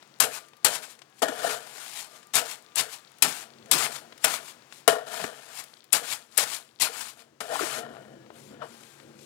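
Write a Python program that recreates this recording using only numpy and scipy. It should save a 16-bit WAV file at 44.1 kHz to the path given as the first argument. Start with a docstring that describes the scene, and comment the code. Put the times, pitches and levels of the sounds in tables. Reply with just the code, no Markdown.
"""A steel blade chops into a heap of damp sand and cement on a hard yard floor, drags through it and tips it over.
Grit crunches as coloured random grains, and the blade rings dully as a set of steel modes driven by knocks.
Crumbs and dull knocks are short noise bursts; far traffic hums as ringing noise and hoots as wavering tones.
The left microphone port is open, the right one is muffled."""
import sys
import numpy as np
from scipy import signal
from scipy.fft import rfft, irfft, next_fast_len
from scipy.io import wavfile
from scipy.ndimage import uniform_filter1d

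SR = 44100
rng = np.random.default_rng(int(sys.argv[2]) if len(sys.argv) > 2 else 0)


def wav_record(signal):
    """Record a signal, one row per channel, as 16-bit PCM in the file named by sys.argv[1]."""
    frames = np.transpose(np.atleast_2d(signal))
    bounded = np.clip(frames, -1, 1)
    # unit amplitude maps onto the largest positive 16-bit level
    quanta = np.round(bounded * 32767).astype(np.int16)
    wavfile.write(sys.argv[1], SR, quanta)


def natural_amplitude(level_db):
    """Convert a level in decibels to a linear amplitude factor, elementwise."""
    exponent = np.asarray(level_db, float) / 20
    return 10 ** exponent


N = 407925

# The tone colour of sand grinding on steel. Each row: pitch in Hz, relative level in dB.
GRIT_COLOUR = [(1200, -17), (2200, 0.5), (4000, 1), (6200, -1), (7200, 2), (10500, -1.5), (13000, -8),
               (15600, -12.5), (16400, -46)]


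def evened(x):
    """Scales a signal to an average strength (rms) of 1."""
    return x / np.sqrt(np.mean(x ** 2) + 1e-20)


def add(mix, start_s, sound):
    """Mixes a sound in at the given time, cutting off what runs past the end."""
    part = mix[round(start_s * SR):][:len(sound)]
    part += sound[:len(part)]


def read(points, hz):
    """Reads a table of levels by pitch, on a log-frequency axis."""
    f, value = np.transpose(points)
    return np.interp(np.log(hz + 1), np.log(f + 1), value)


def colour(x, points):
    """Causal filter with the given spectrum; its phase is the Hilbert transform of the log gain."""
    level_db = read(points, abs(np.fft.fftfreq(4096, 1 / SR)))
    log_gain = np.log(natural_amplitude(np.maximum(level_db, -100)))
    taps = np.fft.ifft(np.exp(np.conj(signal.hilbert(log_gain)))).real[:2048]
    return signal.oaconvolve(x, taps / np.linalg.norm(taps))[:len(x)]


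def band(x, lo_hz, hi_hz):
    """Keeps mainly the pitches between two limits."""
    sos = signal.butter(2, [lo_hz, min(hi_hz, .45 * SR)], "band", fs=SR, output="sos")
    return signal.sosfilt(sos, x)


def ring(x, modes, damping):
    """Makes a set of modes ring; more damping widens each mode, so it dies sooner."""
    t = np.arange(SR // 2) / SR
    taps = np.zeros(len(t))
    for k, (hz, width, db) in enumerate(modes):
        decay = np.exp(-np.pi * width * damping * t)
        sign = (-1) ** k  # neighbouring modes start in opposite directions
        taps += sign * natural_amplitude(db) * width * decay * np.sin(2 * np.pi * hz * t)
    return signal.oaconvolve(x, taps / np.linalg.norm(taps))[:len(x)]


def distance():
    """Outdoor air is coloured noise, traffic hum is noise through low modes, hoots are thin wavering tones."""
    # The tone colour of the air. Each row: pitch in Hz, relative level in dB.
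    air_colour = [(18, -45.5), (30, -16), (53, -24), (131, 0.5), (913, 6), (1160, 5.5), (6900, -4),
                  (13300, -17.5), (16000, -14.5)]
    # How the air swells and stills. Each row: time in seconds, change of level in dB.
    air_swell = [(0, 0.5), (.55, -4), (1.1, -4), (2.5, -0.5), (4.5, 2), (5.8, -5), (7.3, -8), (8.2, -2.5),
                 (9.25, -1.5)]
    # The modes of the low hum. Each row: pitch in Hz, width in Hz before damping, relative level in dB.
    hum_modes = [(143, 9.4, 1), (185, 13, -13.5), (232, 14, 2.5), (300, 98, -1.5), (312.5, 120, 3),
                 (530, 160, -5.5)]
    # How the traffic hum comes and goes. Each row: time in seconds, relative level in dB.
    hum_swell = [(0, -68), (3.2, -73), (3.68, -56), (4.2, -63), (5.6, -71.5), (7.3, -68), (7.9, -52),
                 (8.4, -56), (8.53, -51.5), (8.95, -63.5), (9.03, -53.5), (9.25, -56.5)]
    # The far hoots. 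Each row: start in seconds, end in seconds, pitch in Hz, relative level in dB.
    hoot_rows = [(.3, 0.67, 1190, -62.5), (1.05, 1.242, 1660, -68.5), (1.1, 1.24, 774, -69),
                 (2.02, 2.36, 1196, -61), (2.6, 3.114, 1187, -63), (7.9, 8.31, 1700, -66),
                 (8.65, 9.202, 1580, -66)]

    t = np.arange(N) / SR
    air = natural_amplitude(-58.5) * colour(rng.standard_normal(N), air_colour)
    air *= natural_amplitude(np.interp(t, *np.transpose(air_swell)))
    hum = evened(ring(rng.standard_normal(N), hum_modes, damping=0.74))
    out = air + hum * natural_amplitude(np.interp(t, *np.transpose(hum_swell)))
    waver = 1 + .15 * evened(uniform_filter1d(rng.standard_normal(N), 1500))  # slow, small level changes
    for start, end, hz, db in hoot_rows:
        span = t[:round((end - start) * SR)]
        tone = np.sin(2 * np.pi * hz * span) * signal.windows.tukey(len(span), .4)
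        add(out, start, natural_amplitude(db) * tone * waver[round(start * SR):][:len(span)])
    return out


def ticks(rows, t60, low, high):
    """Each row becomes a noise burst between low and high times its centre, falling 60 dB in t60 seconds."""
    out, t = np.zeros(N), np.arange(SR // 8) / SR
    for s, db, hz in rows:
        burst = evened(band(rng.standard_normal(len(t)), low * hz, high * hz))
        rise = np.minimum(t / 0.00057, 1)
        add(out, s, burst * natural_amplitude(db - 60 * t / t60) * rise)
    return out


def crumbs():
    """Crumbs tick crisply, dull knocks sound lower, and faint crumbs patter at random while the heap is turned."""
    # Single crumbs and pebbles. Each row: start in seconds, relative level in dB, centre pitch in Hz.
    crumb_rows = [(0.0253, -42, 2480), (0.5332, -48, 1720), (0.9901, -45, 4730), (1.0172, -38.5, 2820),
                  (2.2292, -44, 3930), (3.1842, -46, 7160), (3.6586, -45, 5160), (3.6845, -59, 6900),
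                  (4.123, -36.5, 1790), (4.1776, -41.5, 5290), (4.7239, -37, 3160), (5.639, -36.5, 7860),
                  (5.8411, -48, 8350), (8.2267, -59.5, 2280), (8.262, -48.5, 1480), (8.303, -40, 890),
                  (8.5428, -53, 2340), (8.834, -43, 4000), (9.0, -45, 2220), (9.19, -46.5, 3785),
                  (7.967, -37.5, 930), (5.605, -46, 6000), (5.241, -21, 1060), (.484, -48, 5870),
                  (.568, -51, 8000)]
    # Dull knocks: clods that drop or break, and at 1.22 to 1.29 s the blade's low ring on the floor.
    # Each row: start in seconds, relative level in dB, centre pitch in Hz.
    knock_rows = [(0.838, -40, 1380), (1.443, -20, 650), (1.224, -22, 280), (1.285, -25, 290),
                  (5.216, -35, 178), (5.241, -29, 234), (7.521, -22.5, 700), (7.554, -21.5, 890),
                  (7.593, -25.5, 1250), (7.608, -22.5, 396), (7.624, -23, 347), (7.9, -39, 283),
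                  (7.535, -26.5, 735), (8.505, -39, 250), (8.534, -40, 249), (8.617, -34, 1300),
                  (8.627, -34.5, 940)]

    t, patter = np.arange(400) / SR, np.zeros(N)
    turning = np.arange(N) < 7.35 * SR
    for hz in (2500, 4500, 8000):  # three sizes of crumb
        hits = rng.random(N) < 14 / SR  # about 14 a second
        drops = hits * rng.standard_normal(N) * turning
        tick = evened(band(rng.standard_normal(len(t)), .75 * hz, 1.4 * hz)) * natural_amplitude(-60 * t / .006)
        patter += signal.oaconvolve(drops, tick)[:N]
    crisp = ticks(crumb_rows, t60=0.029, low=0.23, high=1.76)
    knocks = ticks(knock_rows, t60=0.06, low=0.87, high=1.15)
    return natural_amplitude(-49) * patter + crisp + knocks


def fade(u, level_db, fast, after_db, slow):
    """Power after a motion ends: a quick drop plus a fainter, slower tail (slopes in dB per second)."""
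    return natural_amplitude(level_db + fast * u) ** 2 + natural_amplitude(level_db + after_db + slow * u) ** 2


def pressure(layer):
    """Strength over time of the grit (layer 0) or the rumble (layer 1): bites, slides and drags add in power."""
    # The blade bites into the heap. Each row: start in seconds, time to full force in seconds,
    # sinking time in seconds, relative grit level in dB, relative rumble level in dB.
    bite_rows = [(0.2, .002, 0.043, -18.5, -29), (0.645, 0.0057, 0.012, -17, -25),
                 (1.221, 0.00085, 0.0058, -25, -22.5), (2.335, 0.027, 0.035, -19, -29.5),
                 (2.753, 0.046, 0.013, -22.5, -33.5), (3.222, 0.0033, 0.014, -15.5, -28.5),
                 (3.712, 0.0052, 0.035, -18.5, -31), (4.242, 0.0014, 0.007, -19, -27.5),
                 (4.877, 0.0022, 0.0019, -17.5, -19.5), (5.924, 0.013, 0.041, -20, -31.5),
                 (6.371, 0.017, 0.05, -19, -32), (6.798, 0.023, 0.046, -20, -34),
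                 (7.404, 0.0015, 0.0041, -33, -35)]
    # The blade slides through the mix, or mix slides off it. Each row: start in seconds, length in seconds,
    # relative grit level and rumble level at the end in dB, swell of the grit up to that end in dB.
    slide_rows = [(.3, 0.061, -34, -42.5, 15), (0.693, 0.06, -30.5, -38.5, 8),
                  (.81, 0.029, -38.5, -46.5, 17), (.87, 0.043, -46, -55, 10), (1.15, 0.045, -51, -79.5, 20),
                  (2.452, 0.072, -35, -45, 9), (2.893, 0.043, -36, -47.5, 14.5),
                  (3.272, 0.16, -44, -47, -11), (3.764, 0.083, -24.5, -30, 3.5),
                  (3.922, 0.041, -36, -41.5, 4.5), (4.224, 0.021, -28, -63.5, 22),
                  (4.283, 0.07, -29.5, -35.5, 3), (4.42, 0.077, -42.5, -51.5, 9.5),
                  (4.73, 0.078, -56.5, -88, -6), (6.042, 0.086, -28.5, -38.5, 12),
                  (6.322, 0.054, -53, -59, 2.5), (6.47, 0.082, -30.5, -43, 9.5),
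                  (6.93, 0.087, -35.5, -43, 6.5), (7.02, 0.08, -42, -51.5, 0),
                  (7.18, 0.026, -50.5, -52.5, 8)]
    # Long drags along the floor, one curve each. Each row of a curve: time in seconds,
    # relative grit level in dB, relative rumble level in dB.
    drag_curves = [
        [(1.26, -84, -55), (1.284, -36, -32.5), (1.309, -48, -44.5), (1.41, -41, -34.5), (1.444, -34, -27.5),
         (1.529, -32, -30), (1.599, -49, -45), (1.72, -48, -49.5), (1.808, -42.5, -45.5), (1.91, -43.5, -52.5),
         (1.993, -35, -46.5), (2.09, -56.5, -57.5), (2.167, -53, -52.5), (2.317, -78.5, -82)],
        [(4.9, -51, -46.5), (4.97, -57, -37), (5.048, -62, -52), (5.08, -43, -35.5), (5.102, -46, -39.5),
         (5.13, -37.5, -34.5), (5.245, -39.5, -37), (5.31, -52, -44), (5.4, -52.5, -51.5), (5.516, -49, -49.5),
         (5.6, -36, -46.5), (5.64, -56, -55), (5.75, -63.5, -65.5)],
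        [(7.43, -52, -56), (7.499, -45, -34), (7.545, -35.5, -32.5), (7.579, -36.5, -36.5), (7.6, -33.5, -31),
         (7.644, -34, -35), (7.79, -37, -35.5), (7.844, -63, -42), (8.0, -63, -49.5), (8.3, -83.5, -64.5),
         (8.355, -56.5, -52.5), (8.465, -55, -73), (8.529, -61, -48.5), (8.594, -86, -55), (8.624, -60.5, -34),
         (8.689, -55.5, -55.5), (8.884, -55, -61), (9.14, -68, -62), (9.22, -55.5, -70)],
    ]
    # Pairs are (grit, rumble); slopes are in dB per second.
    sink_slope = (-200, -51.5)[layer]  # while the blade sinks
    stop_slope = (-700, -400)[layer]  # once it has stopped
    settle_db, settle_slope = (-9, -0.5)[layer], (-250, -170)[layer]  # the heap settles after a bite
    swell_share = (1, .45)[layer]  # the rumble follows only part of a slide's swell
    start_slope, end_slope = (502, 298)[layer], (-420, -220)[layer]  # around a slide
    trickle_db, trickle_slope = (-19.5, -15.5)[layer], (-110, -70.5)[layer]  # sand runs on after a slide

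    t, power = np.arange(N) / SR, np.full(N, 1e-12)
    u = t[:SR * 3 // 5]
    for s, rise, sink, *db in bite_rows:
        # from -12.5 dB at first contact up to full force, then down as the blade sinks
        top = db[layer] + np.interp(u, [0, rise, rise + sink], [-12.5, 0, sink_slope * sink])
        shape = fade(np.maximum(u - rise - sink, 0), top, stop_slope, settle_db, settle_slope)
        edge = .0015 + .2 * rise  # seconds; a slow bite starts gently
        add(power, s - edge / 2, shape * np.minimum(u / edge, 1) ** 4)
    lead = .1  # seconds of rising sound ahead of a slide
    for s, length, *db, swell_db in slide_rows:
        v = u - lead
        swell = swell_db * swell_share * np.clip(1 - v / length, 0, 1)
        top = db[layer] - swell + start_slope * np.minimum(v, 0)
        after = np.maximum(v - length, 0)
        add(power, s - lead, fade(after, top, end_slope, trickle_db, trickle_slope))
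    for drag in drag_curves:
        s, *db = np.transpose(drag)
        moving = (t > s[0]) * (t < s[-1] + .05)
        power += natural_amplitude(np.interp(t, s, db[layer])) ** 2 * moving
    return np.sqrt(power)


def grains(per_s, spread_db):
    """Random slips of sand on steel, a few much larger than the rest."""
    chance, size, sign = rng.random(N), rng.exponential(1, N), rng.standard_normal(N)
    slips = np.clip((per_s / SR - chance) * 50, 0, 1)
    return evened(sign * natural_amplitude(spread_db * np.minimum(size, 5)) * slips)


def mottle(x, patchy_db):
    """Every lump of grit has its own colour: random patches of level over time and pitch."""
    z = signal.stft(x, nperseg=512, noverlap=384)[2]
    patches = uniform_filter1d(rng.standard_normal(z.shape[::-1]), size=8, axis=0)  # over time
    patches = evened(uniform_filter1d(patches, size=3, axis=1))  # over pitch
    z = z * evened(natural_amplitude(patchy_db * patches.T))
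    return signal.istft(z, nperseg=512, noverlap=384)[1][:N]


def blade(x, damping):
    """The steel modes ring, damped by the sand that clings; the small blade radiates little deep sound."""
    # The fixed shape of the steel. Each row: pitch in Hz, width in Hz before damping, relative level in dB.
    steel_modes = [(295, 50, -20), (435, 50, -4), (490, 50, -3), (610, 70, -12), (682, 60, 0),
                   (1115, 70, -10), (1400, 60, -14), (1865, 50, -11), (2930, 60, -15)]
    return band(ring(x, steel_modes, damping), 400, 8000)


def strokes():
    """Grains of sand make the crunch; slower grains rumble in the packed mix or ring the bare blade."""
    # The tone colour of the dull rumble. Each row: pitch in Hz, relative level in dB.
    rumble_colour = [(59, -47), (100, -19.5), (377, -11), (490, -12.5), (721, 4), (1360, 2.5), (2000, -1.5),
                     (4000, -10.5), (5200, -12.5), (8800, -120)]

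    crunch, rumble = pressure(layer=0), pressure(layer=1)
    # little grit for much rumble: bare steel on the hard floor, free to ring (0 to 1)
    excess_db = 20 * np.log10(rumble / crunch)
    bare = 1 / (1 + np.exp(-(excess_db - 2) / 2.5))
    # sand gives way in lumps
    clumps = evened(natural_amplitude(1.2 * evened(uniform_filter1d(rng.standard_normal(N), 300))))
    slow = mottle(grains(per_s=5920, spread_db=1.0), patchy_db=1.5) * rumble * clumps
    packed = colour(slow * np.sqrt(1 - .85 * bare), rumble_colour)
    rung = blade(slow * np.sqrt(.85 * bare), damping=1.9)
    grit = mottle(grains(per_s=14500, spread_db=1.0), patchy_db=2.0)
    crunching = colour(grit * clumps * crunch, GRIT_COLOUR)
    # small stones knock along the blade
    stones = natural_amplitude(-5) * band(grains(per_s=120, spread_db=3.0) * rumble, 450, 2400)
    return crunching + stones + packed + rung


def chops():
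    """Each chop is a burst of shattering grit and a blow into the steel; some add a soft thud in the heap."""
    # The edge lands. Each row: start in seconds, relative level of the crack in dB, of the blade ring in dB.
    chop_rows = [(0.2032, 7.5, -23), (0.6463, 7, -23), (1.2189, -18, 0), (2.3531, 3.5, -25.5),
                 (2.757, -6, -39), (3.2232, 6.5, -27), (3.713, 5.5, -26), (4.2447, 0.5, -30),
                 (4.8773, 2.5, 9), (5.9289, 7, -32), (6.3761, 6, -59), (6.819, -0.5, -32)]
    # The heap slumps after a chop. Each row: start in seconds, relative level in dB.
    thud_rows = [(3.2239, -22.5), (3.713, -21.5)]
    # The bare blade rebounds on the floor. Each row: start in seconds, relative level of the blade ring in dB.
    bounce_rows = [(1.236, -3), (1.287, -22), (1.32, -12.5), (4.926, -2.5), (4.951, -10.5), (4.963, -7.5),
                   (4.995, -18), (5.025, -19)]

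    crack, blow, thud = np.zeros((3, N))
    t = np.arange(SR // 5) / SR
    knock = natural_amplitude(-60 * t / .0007)  # one short push
    for s, crack_db, ring_db in chop_rows:
        shatter, rattle = rng.standard_normal((2, len(t)))
        add(crack, s, shatter * natural_amplitude(crack_db - 60 * t / 0.025) * np.minimum(t / .0008, 1))
        chatter = .2 * rattle * natural_amplitude(-60 * t / .03)  # a little chatter follows the push
        add(blow, s, natural_amplitude(ring_db) * (knock + chatter))
    for s, thud_db in thud_rows:
        settle = np.minimum(t / 0.05, 1)  # the heap takes time to settle
        add(thud, s, rng.standard_normal(len(t)) * natural_amplitude(thud_db - 60 * t / 0.19) * settle)
    for s, ring_db in bounce_rows:
        add(blow, s, natural_amplitude(ring_db) * knock)
    shattering = natural_amplitude(-8) * band(colour(crack, GRIT_COLOUR), 8400, 14500)
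    rung = natural_amplitude(-8) * blade(blow, damping=.55)
    return shattering + rung + natural_amplitude(15) * band(thud, 150, 380)


def yard(x):
    """Echoes from floor and walls: sparse taps of random sign, falling 60 dB in a quarter of a second."""
    taps, at = np.zeros(SR // 2), np.arange(120, SR // 2 - 20, 20)
    taps[at + rng.integers(0, 20, len(at))] = rng.choice([-1., 1.], len(at))
    taps *= natural_amplitude(-60 * np.arange(len(taps)) / SR / .25)
    return signal.oaconvolve(x, taps / np.linalg.norm(taps))[:N]


def scene():
    """The work with its echoes and the distance reach both ports alike."""
    far = distance()
    near = crumbs() + strokes() + chops()
    return np.tile(near + natural_amplitude(-14) * yard(near) + far, (2, 1))


def top_cut(x):
    """Nothing passes above the cut-off."""
    return signal.sosfilt(signal.butter(12, 16470, fs=SR, output="sos"), x)


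def record(dry):
    """Deep bass is cut; the muffled right port passes the bass that is left and dulls the rest; peaks clip."""
    bass_cut = signal.butter(3, 100, "high", fs=SR, output="sos")
    left = natural_amplitude(3.5) * signal.sosfilt(bass_cut, dry[0])
    size = next_fast_len(N + 8192)
    jf = 1j * np.fft.rfftfreq(size, 1 / SR)
    muffle = (1 + jf / 118) / (1 + jf / 105 + (jf / 150) ** 2)  # falls by 6 dB an octave above the bass
    muffle = muffle * (1 + (jf / 7600) ** 2)  # silent at 7600 Hz, rising again above it
    right = irfft(rfft(left, size) * muffle, size)[:N]  # the same sound as on the left, muffled
    mix = np.clip([left, right], -1, 1)
    return top_cut(mix)


dry = scene()
out = record(dry)
wav_record(out)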